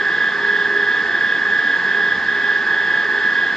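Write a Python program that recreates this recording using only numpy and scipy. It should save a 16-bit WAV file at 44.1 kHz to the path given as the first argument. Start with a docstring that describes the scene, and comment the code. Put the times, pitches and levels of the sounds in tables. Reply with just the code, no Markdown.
"""A high, throbbing whine sags in pitch and snaps back every third to half second, over a steady roar.
It is a large disc centrifuge in a workshop. The switching frequency of the motor drive modulates a
cluster of tones, and fainter clusters at twice and three times the pitch; all slide through the modes
of the motor frame. Bowl, fan and gears give broadband noise, coloured by the resonances of the casing.
A low wavering hum and a few faint tones come and go."""
import sys
import numpy as np
from scipy import signal
from scipy.fft import rfft, irfft, next_fast_len
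from scipy.io import wavfile

SR = 44100
rng = np.random.default_rng(int(sys.argv[2]) if len(sys.argv) > 2 else 0)


def output_pcm(signal):
    """Save a mono or channel-first signal as 16-bit PCM at the path in sys.argv[1].

    Samples are clipped to [-1, 1] before scaling.
    """
    pcm = np.clip(np.atleast_2d(signal).T, -1, 1) * 32767
    wavfile.write(sys.argv[1], SR, np.round(pcm).astype(np.int16))


N = 156996

# noise spectrum of bowl, fan and gears, before its peaks and dips: f/Hz, spectral density level/dB
ROAR_SPECTRUM = [(25, -89), (40, -84), (60, -77.5), (75, -78.5), (119, -72.5), (181, -62.5), (250, -62),
                 (320, -65), (400, -60.5), (499, -65.5), (600, -68), (660, -70.5), (760, -65.5), (840, -61),
                 (960, -69), (1080, -59), (1220, -60.5), (1340, -65.5), (1420, -64), (1500, -57),
                 (1680, -45), (1850, -56), (1920, -60), (2050, -65), (2200, -67), (2430, -74.5),
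                 (2700, -71.5), (3000, -72), (3150, -67.5), (3440, -65.5), (3700, -71.5), (3890, -78),
                 (4150, -74), (4500, -76), (4800, -77.5), (5110, -75), (5400, -82), (5700, -85.5),
                 (6080, -89), (6600, -86), (6880, -89), (7200, -93.5), (7600, -93.5), (8100, -100.0),
                 (8500, -99.1), (9260, -106.1), (10000, -117.9), (10400, -119.2), (10700, -114.6),
                 (12500, -118.1)]
# resonances of the casing, and narrow dips in the roar's spectrum: f/Hz, bandwidth/Hz, gain/dB
ROAR_PEAKS_AND_DIPS = [(57, 8, 1.5), (87, 7.5, 10), (196, 9.2, 1), (297.8, 4.7, 5), (341.8, 7.6, 8),
                       (448, 15, 6.5), (695.5, 15, 9), (819, 12, 4), (880, 9.6, 3), (932, 8.5, 10),
                       (983, 26, 4.5), (1257, 34, 4), (1400, 12, 3), (1410, 40, -5), (1560, 60, -7),
                       (1895, 50, -4), (3085, 60, -4), (2042, 26, 4), (2552, 24, 8.5), (4156, 48, 4.5),
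                       (4440, 34, 2.5), (4870, 30, 3), (4930, 61, 5.5), (5270, 39, 6), (5820, 40, 6),
                       (6820, 60, 6), (7520, 60, 7)]
# interaural coherence of the roar: f/Hz, coherence
ROAR_COHERENCE = [(60, 0.77), (120, 0.97), (250, 1), (510, 0.99), (1040, 0.97), (2120, 0.91), (4320, 0.85),
                  (8810, 0.4)]
# interaural level of the roar: f/Hz, left over right/dB
ROAR_BALANCE = [(60, 1), (100, -0.5), (180, -1.5), (320, -1), (550, -1.5), (960, -1.5), (1670, -4),
                (2910, 0.5), (5060, -1.5), (8810, 0.5)]
# interaural phase of the roar: f/Hz, left lead/rad
ROAR_PHASE = [(0, 0), (1290, 0.2), (3360, 0.4), (4390, 0.37), (4740, 0.11), (5510, 0.89), (5940, 0.5),
              (6460, 0.93), (6890, 0.9), (7580, 1.0), (8010, 0.3), (8610, 0.86), (8960, 0.9)]
# envelope of the hum: t/s, level/dB
HUM_ENVELOPE = [(0.0, -47.5), (0.03, -32.5), (0.21, -45), (0.51, -29.5), (0.57, -32), (0.8, -27.5),
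                (0.86, -31.5), (0.9, -35.5), (1.02, -42.5), (1.05, -30.5), (1.13, -40.5), (1.38, -42.5),
                (1.41, -59), (1.45, -36), (1.66, -50.5), (1.99, -33), (2.22, -45), (2.37, -32.5),
                (2.72, -43), (2.74, -37.5), (3.039, -40), (3.16, -32), (3.29, -42.5), (3.56, -50)]
# passing tones: onset t/s, duration/s, f/Hz, greatest level/dB
FAINT_TONES = [(1.65, .6, 190, -44), (2, .8, 88, -56), (2.5, 1, 860, -43.5), (-0.1, 3.3, 821, -51),
               (0.0, 3.56, 2556, -54.5)]
# instants at which the switching frequency starts to snap back: t/s
SNAP_TIMES = [-.36, -.02, .28, .63, .97, 1.345, 1.73, 2.13, 2.555, 3.005, 3.46, 3.93]
# motor tones, before the frame: multiple of the sweep, f/Hz at zero offset, level/dB,
# level slope with offset/(dB/Hz), left over right/dB, left lag/rad
WHINE_PARTIALS = [(1, 1430, -49.9, 0.13, -2.9, -0.3), (1, 1466.9, -42.9, -0.11, -2.8, -0.39),
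                  (1, 1486.1, -47.0, -0.14, -2.4, -0.36), (1, 1520.1, -37.5, 0.5, -2.7, -0.39),
                  (1, 1576, -47.5, 0.73, -2.0, -0.34), (1, 1611.8, -34.0, 0.35, -2.1, -0.34),
                  (1, 1646.1, -38.0, 0.04, -2.0, -0.33), (1, 1664.5, -21.8, -0.1, -2.5, -0.32),
                  (1, 1732.8, -42.0, -0.03, -1.3, -0.3), (1, 1751.25, -25.2, -0.02, -1.7, -0.39),
                  (1, 1804.0, -38.5, 0.13, -1.5, -0.29), (1, 1841.1, -45.2, 0.11, -2.1, -0.32),
                  (1, 1857.9, -41.1, 0.35, -2.2, -0.29), (1, 1982.6, -34.8, -0.17, -1.6, -0.36),
                  (2, 3153.3, -60.1, -0.6, -0.4, -0.44), (2, 3182.2, -53.7, -0.27, -1.0, -0.5),
                  (2, 3240.7, -53.0, -0.18, 0.5, -0.54), (2, 3270, -59.7, -0.15, 0.8, -0.59),
                  (2, 3300, -55.8, 0.15, -0.2, -0.49), (2, 3332.3, -50.6, 0.14, -0.2, -0.49),
                  (2, 3385, -57.3, 0.01, 0.8, -0.68), (2, 3420.4, -55.6, 0.16, -1.2, -0.64),
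                  (2, 3446, -54.4, 0.37, 0.3, -0.46), (2, 3471.6, -54.1, -0.08, -0.4, -0.43),
                  (2, 3526.7, -55.8, -0.09, 0.0, -0.34), (2, 3558.4, -51.7, -0.52, 1.1, -0.45),
                  (2, 3649.9, -55.1, 0.38, 1.6, -0.36), (2, 3730, -60.4, -0.55, 0.7, -0.28),
                  (3, 4903.5, -65.2, -0.3, -2.0, -0.45), (3, 5008.5, -63.7, 0.12, -4.1, -0.53),
                  (3, 5157.9, -65.2, -0.46, -1.0, -0.43)]
# amplitude modulation by the turning parts, the first once per turn of the motor shaft: f/Hz, depth/dB
ROTATION_THROBS = [(28.92, 2.0), (34.05, 2.4), (18.4, 1.1)]
# modes of the motor frame: f/Hz, bandwidth/Hz, gain/dB
FRAME_MODES = [(1522, 16, 4), (1657, 8, 1.5), (1972, 6, 1.5), (3135, 14, 3), (3165, 14, 3), (3220, 14, 5),
               (3310, 16, 5), (3400, 10, 8), (3445, 14, 5), (3475, 12, 5), (3540, 14, 5), (3625, 10, 4),
               (3650, 12, 6), (3705, 14, 6), (4880, 20, 8), (5010, 25, 6), (5132, 18, 8)]


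def from_db(db):
    """Amplitude ratio of a level in decibels."""
    return 10 ** (np.asarray(db) / 20)


def at_hz(points, hz):
    """Interpolation of a table on a logarithmic frequency axis."""
    table_hz, values = np.transpose(points)
    return np.interp(np.log(hz), np.log(table_hz), values)


def drift(rate_hz, count):
    """Low-pass filtered noise: `count` rows of slow fluctuation with unit variance."""
    hop, settle = 64, 500
    pole = np.exp(-2 * np.pi * rate_hz * hop / SR)
    noise = rng.standard_normal((count, N // hop + settle + 2))
    slow = signal.lfilter([1], [1, -2 * pole, pole * pole], noise)[:, settle:]
    slow = slow / slow.std(axis=1, keepdims=True)
    return np.array([np.interp(np.arange(N) / hop, np.arange(len(row)), row) for row in slow])


def workshop_reverb(x, t60_s=.5):
    """Reverberation as convolution with exponentially decaying noise."""
    t = np.arange(int(t60_s * SR)) / SR
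    tail = rng.standard_normal((2, SR))[:, :len(t)] * from_db(-60 * t / t60_s)
    tail = tail + 2.9 * tail[:1]   # mostly common to both ears
    tail = tail / np.sqrt((tail ** 2).sum(axis=1, keepdims=True))
    return signal.fftconvolve(x[None], tail, axes=1)[:, :N]


def machine_roar(offset_hz):
    """Source and filter: partly coherent noise of bowl, fan and gears, shaped by casing resonances."""
    hz = np.maximum(np.arange(N // 2 + 1) * SR / N, 1)
    power_gain = 1 + sum((from_db(2 * db) - 1) / (1 + (2 * (hz - f) / width) ** 2)
                         for f, width, db in ROAR_PEAKS_AND_DIPS)
    magnitude = from_db(at_hz(ROAR_SPECTRUM, hz)) * np.sqrt(np.maximum(power_gain, .01))
    mid, side = rfft(rng.standard_normal((2, N))) * magnitude
    coherence = np.clip(at_hz(ROAR_COHERENCE, hz), 0, 1)
    ears = np.array([[1], [-1]])
    spectrum = np.sqrt(1 + coherence) * mid + np.sqrt(1 - coherence) * side * ears
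    spectrum *= from_db(at_hz(ROAR_BALANCE, hz) / 2 * ears)
    spectrum *= np.exp(.5j * at_hz(ROAR_PHASE, hz) * ears)
    # the band round the second cluster swells as the switching frequency sags
    low_hz, high_hz = 3050, 3800
    swell_db, threshold_hz, knee_hz = 2.7, 2.5, 1.2
    band = 1 / (1 + (low_hz / hz) ** 40) / (1 + (hz / high_hz) ** 40)
    swell = from_db(swell_db * np.tanh((threshold_hz - offset_hz) / knee_hz))
    return np.sqrt(SR / 4) * (irfft(spectrum * (1 - band), N) + swell * irfft(spectrum * band, N))


def faint_tones(wander_rad=.35):
    """Sinusoids with slight random phase modulation, each under an arched envelope."""
    t, out = np.arange(N) / SR, np.zeros(N)
    wander = drift(rate_hz=4.0, count=len(FAINT_TONES))
    for k, (onset, duration, hz, db) in enumerate(FAINT_TONES):
        progress = np.clip((t - onset) / duration, 0, 1)
        arch = np.sqrt(np.sin(np.pi * progress).clip(0))
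        out += np.sqrt(2) * from_db(db) * arch * np.sin(2 * np.pi * hz * t + wander_rad * wander[k])
    return out


def hum(hz=409.2, flutter_db=.6, wander_rad=.35):
    """Random amplitude and phase modulation make one low tone waver as it comes and goes."""
    t = np.arange(N) / SR
    times, levels = np.transpose(HUM_ENVELOPE)
    flutter, wander = drift(rate_hz=9.6, count=2)
    level_db = np.interp(t, times, levels) + flutter_db * flutter
    return np.sqrt(2) * from_db(level_db) * np.sin(2 * np.pi * hz * t + wander_rad * wander)


def motor_frame(x):
    """Forced resonance: each mode of the frame adds its ringing to the direct sound."""
    size = next_fast_len(N + SR // 2)
    hz = np.arange(size // 2 + 1) * SR / size
    response = 1 + sum((from_db(db) - 1) / (1 + 2j * (hz - f) / width) for f, width, db in FRAME_MODES)
    return irfft(rfft(x, size) * response, size)[:, :N]


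def drive_sweep(top_hz=8.0, bottom_hz=-13.0, rise_s=.065, sag_share=.85):
    """Sawtooth modulation: the offset of the switching frequency, and the time since the last snap."""
    t, snaps = np.arange(N) / SR, np.array(SNAP_TIMES)
    cycle = np.searchsorted(snaps, t, "right") - 1
    since_snap = t - snaps[cycle]
    sag_s = sag_share * (snaps[cycle + 1] - snaps[cycle] - rise_s)
    sagged = np.clip((since_snap - rise_s) / sag_s, 0, 1)
    height = np.minimum(1 - sagged, since_snap / rise_s)
    return bottom_hz + (top_hz - bottom_hz) * height, since_snap


def motor_whine(offset_hz, since_snap):
    """Frequency modulation: every partial follows the drive's sweep and wavers a little on its own."""
    waver_db, wander_rad = .7, .1
    dip_db, dip_s = -3.5, .045
    core_low_hz, core_high_hz = 1600, 1900   # only the core of the main cluster throbs
    t, out = np.arange(N) / SR, np.zeros((2, N))
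    sweep_cycles = np.cumsum(offset_hz) / SR
    count = len(WHINE_PARTIALS)
    waver, wander = drift(rate_hz=6.0, count=count), drift(rate_hz=6.0, count=count)
    start_cycles = rng.random(count)
    throb_db = sum(db * np.sin(2 * np.pi * hz * t) for hz, db in ROTATION_THROBS)
    for k, (multiple, hz, db, slope, pan_db, lag) in enumerate(WHINE_PARTIALS):
        cycles = hz * t + multiple * sweep_cycles + start_cycles[k]
        phase = 2 * np.pi * cycles + multiple * wander_rad * wander[k]
        level_db = db + slope * (offset_hz - offset_hz.mean()) + waver_db * waver[k]
        if core_low_hz < hz < core_high_hz:
            level_db += throb_db
        amplitude = np.sqrt(2) * from_db(level_db)
        out[0] += amplitude * from_db(pan_db / 2) * np.sin(phase - lag)
        out[1] += amplitude * from_db(-pan_db / 2) * np.sin(phase)
    falter = since_snap / dip_s * np.exp(1 - since_snap / dip_s)   # peaks while the frequency jumps
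    return out * from_db(dip_db * falter)


def scene(reverb_db=-18):
    """Superposition of whine, hum and faint tones, their reverberation, and the roar."""
    offset_hz, since_snap = drive_sweep()
    tones = motor_frame(motor_whine(offset_hz, since_snap)) + hum() + faint_tones()
    reverb = from_db(reverb_db) * workshop_reverb(tones.mean(axis=0))
    return tones + reverb + machine_roar(offset_hz)


def record(dry, stopband_hz=13000):
    """A steep low-pass filter attenuates the highest treble."""
    return signal.sosfilt(signal.cheby2(16, 20, stopband_hz, fs=SR, output="sos"), dry)


dry = scene()
out = record(dry)
output_pcm(out)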